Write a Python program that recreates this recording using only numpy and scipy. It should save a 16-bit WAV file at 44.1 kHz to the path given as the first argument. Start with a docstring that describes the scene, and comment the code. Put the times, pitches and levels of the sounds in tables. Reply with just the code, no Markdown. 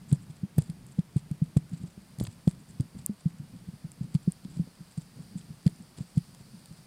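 """Jolts make a mount ring briefly, mostly near 160 Hz, as a walker clambers over boulders with a
camera in a plastic housing; each is a swelling, dying sine, a second mode and a sharp edge.
Coloured noise shakes and creaks the mount between jolts. Ticks, scuffs and settling seams are short
noise bursts exciting the housing's modes; faint open air is noise through the port's resonances."""
import sys
import numpy as np
from scipy import signal
from scipy.fft import rfft, irfft, next_fast_len
from scipy.io import wavfile
from scipy.ndimage import map_coordinates

SR = 44100
rng = np.random.default_rng(int(sys.argv[2]) if len(sys.argv) > 2 else 0)


def int16_out(signal):
    """Quantize to a 16-bit WAV file."""
    q = np.round(np.clip(np.atleast_2d(signal).T, -1, 1) * 32767)
    wavfile.write(sys.argv[1], SR, q.astype(np.int16))


def linear_from_db(decibels):
    """Turn decibels (scalar or array-like) into linear amplitude factors; 0 gives 1."""
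    return 10 ** (np.asarray(decibels, float) / 20)


N = 302557

# Jolts to the mount. Each row: start in seconds, ring level in dB, ring frequency in Hz,
# 60 dB decay time of the ring in ms, drive of the sharp edge in dB relative to the ring.
JOLT_ROWS = [(0.1146, -22, 138, 21, -8), (0.1222, -11, 142.5, 40, -7), (0.1753, -43, 156, 83, -13),
             (0.295, -35.5, 149, 75, -1), (0.431, -20, 161, 23, -23), (0.4426, -32.5, 198, 44, -21),
             (0.5672, -34, 155, 30, -10), (0.5787, -12, 143.5, 38, 5), (0.612, -37, 107, 80, 7),
             (0.693, -26.5, 164.6, 79, -7), (0.8304, -44.5, 132, 390, -1), (0.9847, -14.5, 171.2, 34, -6.5),
             (1.1592, -13, 141.4, 28, -23), (1.3103, -20, 153.6, 25.4, -12), (1.4163, -14, 156.6, 46, -16),
             (1.564, -9.5, 150, 24.3, 1.5), (1.7142, -32, 180, 50, -9), (1.7297, -25, 157, 32, -24),
             (1.808, -39, 173, 84, -19), (1.8344, -24.5, 156, 28, -12), (1.974, -44, 188, 60, 14.5),
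             (2.1822, -29.5, 149, 50, -6), (2.1981, -41, 169, 30, 8), (2.2076, -25.5, 174, 17, 16.5),
             (2.2212, -25, 117, 83, -11), (2.238, -40, 150, 55, 15), (2.276, -33, 108, 60, -4),
             (2.3326, -54, 169, 52, -12), (2.4722, -11.5, 167.8, 28, 6), (2.7973, -15.5, 134.6, 28, -21),
             (2.8, -32, 283, 18, -14), (2.9476, -37, 163, 45, 2), (2.964, -31.5, 144.5, 19, -11),
             (2.986, -39, 154, 83, -5), (3.0926, -24, 204, 86, -6), (3.2556, -15, 162.7, 45, -21),
             (3.3958, -29, 150, 30, -30), (3.43, -40, 157, 70, -14), (3.5348, -40, 200, 21, 0),
             (3.546, -38.5, 172, 39, 1), (3.6832, -27.5, 159, 27, -28), (3.734, -37.5, 149, 26, -12),
             (3.844, -28.5, 151.5, 28, -8), (4.0082, -22.5, 156, 25, -25), (4.0228, -34.5, 134, 83, -5),
             (4.0391, -32.5, 150, 23, -7), (4.0569, -39, 172, 140, -4), (4.147, -13, 153.3, 33, -27),
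             (4.274, -13, 175, 37, -30), (4.4492, -28, 180, 22, -27), (4.497, -44.5, 141, 50, -9),
             (4.5648, -30.5, 159, 48, -1), (4.5942, -16.5, 167, 70, -9), (4.672, -50.5, 253, 37, 20),
             (4.8039, -34, 173, 78, -9), (4.9752, -23.5, 155.5, 35, -18), (5.1713, -50, 234, 140, 6),
             (5.186, -37.5, 158.4, 130, 7.5), (5.3096, -41.5, 197, 115, -7), (5.3542, -28, 163, 46, -6),
             (5.5014, -34, 156, 99, -12), (5.652, -48, 168, 27, 8), (5.6609, -10, 160.3, 27, -1.5),
             (5.799, -37.5, 202, 28, -6), (5.9807, -38, 135, 23, -3), (6.0043, -23.5, 152, 18.6, -6),
             (6.163, -30, 164, 34, -5), (6.171, -12.5, 155.4, 26.5, -18), (6.4028, -42.5, 130, 41, 7),
             (6.538, -43, 174, 150, -18), (6.7063, -39.5, 170, 69, -15)]
# Ticks of the housing. Each row: start in seconds, drive of the middle modes in dB, of the low modes
# in dB relative to the middle, of the top modes in dB relative to the middle, 1/e decay time in ms.
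TICK_ROWS = [(0.1154, -54.5, 11, -14, 1.3), (0.1269, -31, -16.5, -28, 1.2),
             (0.1308, -35.5, -0.5, -27, 0.69), (0.582, -40.5, -0.5, 6, 2.7), (0.5881, -36, 2, -21, 0.69),
             (0.5945, -52, 10, -18, 0.83), (0.621, -41.5, -2, -22, 0.75), (0.699, -44, -4, -19, 1.5),
             (0.866, -46, -17, -1, 0.6), (0.9914, -54, 8, -12, 2.1), (0.993, -49.5, 2, -15, 0.57),
             (1.1676, -39, -4, -26, 0.54), (1.1831, -46, -4, -11, 0.7), (1.313, -48, -0.5, -5, 1.5),
             (1.5693, -37.5, 1.5, -5, 1.17), (1.5734, -35, 0, -20, 0.49), (2.186, -42, -6, -4, 1.3),
             (2.1995, -35.5, 5, -17, 0.78), (2.2029, -42, -6, -10, 2.4), (2.225, -49.5, 0, -18, 1.24),
             (2.2383, -36.5, -9, 2, 0.69), (2.2508, -45, 8, -19, 0.8), (2.2678, -49, 4.5, -11, 1.7),
             (2.4766, -44, 5, -1, 2.3), (2.4855, -49, -17, -6, 1.3), (2.5113, -42, -1, -22, 0.67),
             (2.7998, -59, 11, -12, 2.9), (2.8079, -31.5, -7, -24, 0.43), (3.0622, -6.5, -40, 2, 0.11),
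             (3.68, -59, -5, -5, 1.2), (3.9176, -36.5, -11, -11, 0.53), (4.1432, -41, -2, -18, 1.1),
             (4.15, -37.5, 11, -15, 0.4), (4.156, -36.5, -8, -24, 0.53), (4.3205, -30, -16, -13, 0.36),
             (4.448, -52, 10.5, -14, 0.66), (5.657, -54, 6, -15, 0.7), (5.6652, -41.5, 11.5, -6, 0.65),
             (5.6689, -35, 1.5, -11, 0.49), (5.6771, -39, 5.5, -16, 0.77), (5.696, -48, -5, -25, 0.65),
             (5.978, -52, -2, -22, 1.1), (6.1796, -36, -1.5, -27, 0.34), (6.348, -42, -3, -14, 0.55),
             (6.6578, -48, -1, -1, 1.2)]
# Cloth and strap scuffs. Each row: centre in seconds, drive in dB, drive of the low modes in dB
# relative to it, width at half amplitude in ms (before the grit).
SCUFF_ROWS = [(0.102, -62.5, 1.5, 25.5), (0.147, -64.5, -1, 24), (0.227, -72, -1, 26), (0.306, -70, 4, 14),
              (0.365, -71, 4, 14), (0.604, -70, 4, 69), (0.617, -61.5, -2, 18), (0.671, -70.5, 5.5, 21),
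              (0.883, -74, -8, 35), (0.921, -68.5, 1, 14), (0.99, -77, 4, 47), (1.178, -68.5, 5.5, 43),
              (1.575, -64, -9, 20), (1.74, -68, 7, 20), (1.779, -69, 3, 24), (1.825, -70.5, 4, 31),
              (1.871, -70, 4.5, 19), (2.211, -63, -2, 12), (2.236, -63.5, 0.5, 64), (2.271, -56.5, 11.5, 6),
              (2.321, -70.5, 2.5, 36), (2.49, -64, -1, 43), (2.606, -73, -4, 29), (2.698, -68.5, -5, 28),
              (2.812, -71, -10, 21), (2.99, -63, 3.5, 14.6), (3.019, -73, 5, 19), (3.207, -68.5, 5, 15.5),
              (4.034, -74, 7, 25), (4.15, -75, 8, 38), (4.517, -71, 6, 21.5), (4.56, -70, 5, 42),
              (4.918, -71, 3, 19), (4.979, -64, 0, 12.4), (5.016, -67.5, 3.5, 18.5), (5.384, -63, -1, 24),
              (5.411, -67, 10, 5.8), (5.223, -66, 2, 4), (5.67, -70, 6, 31), (5.703, -68, -5, 16),
              (5.981, -63.5, 5.5, 21.4), (6.015, -70, 5, 33), (6.101, -73, 2, 20), (6.18, -69, 9, 25),
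              (6.405, -75, 8, 27), (6.774, -72, 8, 11.6)]
# Air through the shell. Each row: time in seconds, level before the gusts in dB.
AIR_LEVEL = [(0.0, -71.5), (0.4, -72.5), (2.0, -71), (3.5, -70.5), (4.5, -68.5), (5.5, -68.5),
             (6.86, -67.5)]
# Modes of the shell in three groups. Each row: centre in Hz, width in Hz, relative level in dB.
SHELL_LOW_MODES = [(780, 420, -2.5), (2430, 840, -5.5), (3330, 510, -2), (4730, 870, -3)]
SHELL_MIDDLE_MODES = [(7680, 3260, 0.5), (9250, 1530, 3.5), (10000, 460, 3)]
SHELL_TOP_MODES = [(11500, 4600, -0.84), (14900, 990, 1)]
# Resonances of the microphone port. Each row: centre in Hz, width in Hz, relative level in dB.
PORT_MODES = [(4700, 700, 0), (7750, 700, -6), (9150, 480, 0), (10200, 600, -7), (11900, 900, -13),
              (14600, 700, -11)]
# Modes of the mount's joint. Each row: centre in Hz, width in Hz, relative level in dB.
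JOINT_MODES = [(275, 404, 6), (475, 450, -8)]
# The mount as the shaking excites it. Each row: frequency in Hz, relative density in dB per Hz.
MOUNT_SPECTRUM = [(18, -68), (30, -10.5), (86, -9.5), (146, 0.5), (171, 1.5), (201, -2.5), (323, -19),
                  (600, -57), (1500, -53), (6000, -68)]
# Microphone self-noise. Each row: frequency in Hz, relative density in dB per Hz.
SELF_NOISE_SPECTRUM = [(20, 7), (300, -0.5), (1000, -4.5), (2900, -10), (6500, -15), (11400, -18),
                       (14500, -21.5), (16600, -30)]
# How hard the walker works, as the steady shaking of the mount.
# Each row: time in seconds, level before the random swings in dB.
EFFORT_LEVEL = [(0.0, -51.5), (0.09, -52), (2.06, -56), (2.29, -55), (2.71, -53), (2.9, -55), (3.23, -57),
                (4.15, -54), (4.99, -58.5), (5.5, -52.5), (6.25, -57), (6.86, -53.5)]

SELF_NOISE_DB = -61.5
# upper limits: above the first, only the sharp part of the ticks and a faint hiss sound; above the second,
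# nothing
SPARSE_ABOVE_HZ, WHOLE_TOP_HZ = 15850, 16800
UPPER_MODE_DB = -24  # mean level of the mount's second mode relative to the first
# a long soft push rises slowly and damps the ring; a short one leaves it ringing
RISE_MS, RISE_AT_T60_MS, RISE_LAW = 8.8, 33.3, -1.3
# shaking stirred up by a jolt: level for a 0 dB jolt, dB per dB of jolt, 1/e times before and after
STIR_DB, STIR_LAW, BRACE_S, SETTLE_S = -38, 0.32, 0.0085, 0.018
# joint creak: level relative to the steady shaking; level for a 0 dB sharp edge, dB per dB of edge
CREAK_DB, GRIND_DB, GRIND_LAW = -20.5, -47, 0.62
PORT_LOW_DB, PORT_LOW_GROWS = 0.13, 1.56  # lowest port mode over the rest, and its wider swing


def unit(x):
    """Normalisation: a signal divided by its rms has rms 1."""
    return x / np.sqrt(np.mean(x ** 2) + 1e-20)


def curves(rows):
    """Linear interpolation: one value per sample for each column after the time."""
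    times, *columns = np.transpose(rows)
    return [np.interp(np.arange(N) / SR, times, column) for column in columns]


def wobble(rate):
    """Band-limited randomness: a smooth spline through `rate` random knots a second."""
    knots = rng.standard_normal(int(N * rate / SR) + 4)
    return map_coordinates(knots, [np.arange(N) * rate / SR])


def white():
    """White noise: independent samples of equal mean power at every frequency."""
    return rng.standard_normal(N)


def filtered(x, response):
    """Linear filtering: the spectrum of x is multiplied by a complex response."""
    m = next_fast_len(N + 8192)
    return irfft(rfft(x, m) * response(np.fft.rfftfreq(m, 1 / SR)), m)[:N]


def below_sparse_band(x):
    """Band limitation: components from SPARSE_ABOVE_HZ upwards are removed."""
    return filtered(x, lambda hz: hz < SPARSE_ABOVE_HZ)


def coloured(spectrum):
    """Spectral shaping: white noise weighted along a log-frequency axis, with rms 1."""
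    points_hz, points_db = np.transpose(spectrum)

    def response(hz):
        return linear_from_db(np.interp(np.log(hz + 1), np.log(points_hz), points_db))
    return unit(filtered(white(), response))


def through(x, modes):
    """Modal superposition: resonators of alternating sign add; white noise keeps its rms."""
    def response(f):
        total = 0
        for k, (centre, width, db) in enumerate(modes):
            resonance = 1j * f * width / (centre * centre - f * f + 1j * f * width)
            total = total + (-1) ** k * linear_from_db(db) * resonance
        return total / np.sqrt(np.mean(np.abs(total) ** 2))
    return filtered(x, response)


def add(track, s, piece):
    """Superposition: a piece is summed into a track from time s."""
    start = max(round(s * SR), 0)
    track[start:start + len(piece)] += piece[:N - start]


def around(times, levels_db):
    """Exponential growth and decay: a level builds up to each time and dies after it."""
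    out, t = np.zeros(N), np.arange(-(SR // 10), SR // 5) / SR
    shape = np.exp(np.where(t < 0, t / BRACE_S, -t / SETTLE_S))
    for s, db in zip(times, levels_db):
        add(out, s + t[0], linear_from_db(db) * shape)
    return out


def shaking():
    """Random vibration: noise excites the mount steadily and round each jolt, and its joint creaks."""
    s, db, hz, _, edge_db = np.transpose(JOLT_ROWS)
    effort, fits = linear_from_db(curves(EFFORT_LEVEL)[0]), 2.93 * wobble(26)
    stirred = around(s + 1 / hz, STIR_DB + STIR_LAW * db)
    level = effort * linear_from_db(1.5 * wobble(8.1)) + stirred
    shake = level * linear_from_db(fits) * coloured(MOUNT_SPECTRUM)
    # the joint works against itself, higher and grainier
    grind = linear_from_db(CREAK_DB) * effort + around(s + 1 / hz, GRIND_DB + GRIND_LAW * (db + edge_db))
    joint = unit(through(through(white(), JOINT_MODES), JOINT_MODES))
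    creak = grind * linear_from_db(0.64 * fits + 5.4 * wobble(64)) * joint
    return below_sparse_band(shake + creak)


def air():
    """Aperture resonance: outside air leaks in as noise shaped by the port, swelling in gusts."""
    high_db, = curves(AIR_LEVEL)
    low_db = high_db.mean() + PORT_LOW_DB + PORT_LOW_GROWS * (high_db - high_db.mean())
    gust_db = 0.9 * wobble(8)
    low = linear_from_db(low_db + gust_db) * through(white(), PORT_MODES[:1])
    high = linear_from_db(high_db + gust_db) * through(white(), PORT_MODES[1:])
    return below_sparse_band(low + high)


def rubbed_shell(rub, low):
    """Selective excitation: rubbing favours the lowest middle mode; the low modes have their own drive."""
    cloth = through(through(rub, SHELL_MIDDLE_MODES), [(7800, 1560, 0)])
    return below_sparse_band(through(low, SHELL_LOW_MODES) + cloth)


def seams():
    """Stress release: seams settle in tiny decaying noise bursts at random times throughout."""
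    rub, low = np.zeros((2, N))
    t = np.arange(SR // 40) / SR
    for when, size, tilt in rng.random((60, 3)):
        shape = linear_from_db(-63 + 5 * size) * np.exp(-t / 0.0008)
        add(rub, when * N / SR, shape * rng.standard_normal(len(t)))
        add(low, when * N / SR, linear_from_db(-6 + 10 * tilt) * shape * rng.standard_normal(len(t)))
    return rubbed_shell(rub, low)


def grit(size):
    """Stick-slip friction: fibres catch and slip, so the level jumps every 90 samples, about 2 ms."""
    return np.repeat(rng.standard_normal(size // 90 + 1), 90)[:size]


def scuffs():
    """Sliding friction: cloth and straps stroke the shell with gritty noise that swells and fades."""
    rub, low = np.zeros((2, N))
    for centre, db, low_db, ms in SCUFF_ROWS:
        stroke = linear_from_db(db) * np.hanning(round(2 * ms * SR / 1000))
        stroke = stroke * linear_from_db(3.45 * grit(len(stroke)))
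        start = centre - len(stroke) / SR / 2
        add(rub, start, stroke * rng.standard_normal(len(stroke)))
        add(low, start, linear_from_db(low_db) * stroke * rng.standard_normal(len(stroke)))
    return rubbed_shell(rub, low)


def jolts():
    """Damped oscillation: the mount swells and dies in a few cycles, meeting a stop at its first trough."""
    out, t = np.zeros(N), np.arange(SR // 8) / SR
    for s, db, hz, t60_ms, edge_db in JOLT_ROWS:
        rise_ms = RISE_MS * (t60_ms / RISE_AT_T60_MS) ** RISE_LAW
        envelope = (1 - np.exp(-1000 * t / rise_ms)) ** 2 * linear_from_db(-60000 * t / t60_ms)
        ring = np.sin(2 * np.pi * hz * t) * envelope
        ring = ring / np.abs(ring).max()
        # the second mode, with a decay of its own
        pitch_spread, level_spread = rng.standard_normal(2)
        upper_hz = 1.8 * hz * (1 + 0.12 * pitch_spread)
        upper_db = UPPER_MODE_DB + 2 * level_spread
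        swell = (1 - np.exp(-t / 0.003)) ** 2 * linear_from_db(-60 * t / 0.025)
        twist = linear_from_db(upper_db) * np.sin(2 * np.pi * upper_hz * t) * swell / swell.max()
        # the sharp edge at the first trough, and the slower swing around it
        u = (t - 3 / (4 * hz)) / 0.00045
        cusp = np.exp(-np.sqrt(u ** 2 + 0.79))
        cusp_from_zero = cusp - cusp[0] * (u < 0)
        lean = 0.3 * np.exp(-(u / 7) ** 2 / 2) * (1 - np.exp(-(t / 0.0048) ** 2))
        edge = linear_from_db(edge_db) * (cusp_from_zero - lean)
        add(out, s, linear_from_db(db) * (ring + twist - edge))
    # high-pass at 30 Hz: thins the deepest bass of the jolts
    return filtered(out, lambda hz: 1j * hz / (30 + 1j * hz))


def ticks():
    """Impact excitation: decaying bursts of even-sized micro contacts ring three groups of shell modes."""
    low, middle, top = np.zeros((3, N))
    t = np.arange(SR // 40) / SR
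    for s, db, low_db, top_db, ms in TICK_ROWS:
        shape = linear_from_db(db) * (1 - np.exp(-t / 0.0001)) * np.exp(-1000 * t / ms)
        for_middle, for_low, for_top = np.sign(rng.standard_normal((3, len(t)))) * shape
        add(middle, s, for_middle)
        add(low, s, linear_from_db(low_db) * for_low)
        add(top, s, linear_from_db(top_db) * for_top)
    sharp = through(through(middle, SHELL_MIDDLE_MODES), [(9000, 4400, 0)])
    sharp = sharp + through(top, SHELL_TOP_MODES)
    # steep skirts: little spills below the group
    sharp = filtered(sharp, lambda hz: (1j * hz / (5000 + 1j * hz)) ** 2)
    return below_sparse_band(through(low, SHELL_LOW_MODES)) + sharp


def scene():
    """Superposition: mount and shell share one microphone."""
    mount = shaking() + jolts()
    shell = air() + seams() + scuffs() + ticks()
    return (mount + shell)[None]


def band_limit(x):
    """A steep low-pass at the top of the band."""
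    return signal.sosfilt(signal.butter(12, 16860, fs=SR, output="sos"), x)


def record(dry):
    """Transduction: the microphone adds hiss and rolls off deep bass; an upper cutoff bounds the whole."""
    hiss = linear_from_db(SELF_NOISE_DB) * coloured(SELF_NOISE_SPECTRUM)
    # the hiss is 26 dB weaker above SPARSE_ABOVE_HZ
    hiss = filtered(hiss, lambda hz: np.where(hz < SPARSE_ABOVE_HZ, 1, linear_from_db(-26)))

    def response(hz):
        upper_cutoff = np.clip((WHOLE_TOP_HZ - hz) / 500, 0, 1)
        bass_rolloff = 1j * hz / (45 + 1j * hz)
        return upper_cutoff * bass_rolloff
    heard = filtered(dry[0] + hiss, response)
    return band_limit(heard[None])


dry = scene()
out = record(dry)
int16_out(out)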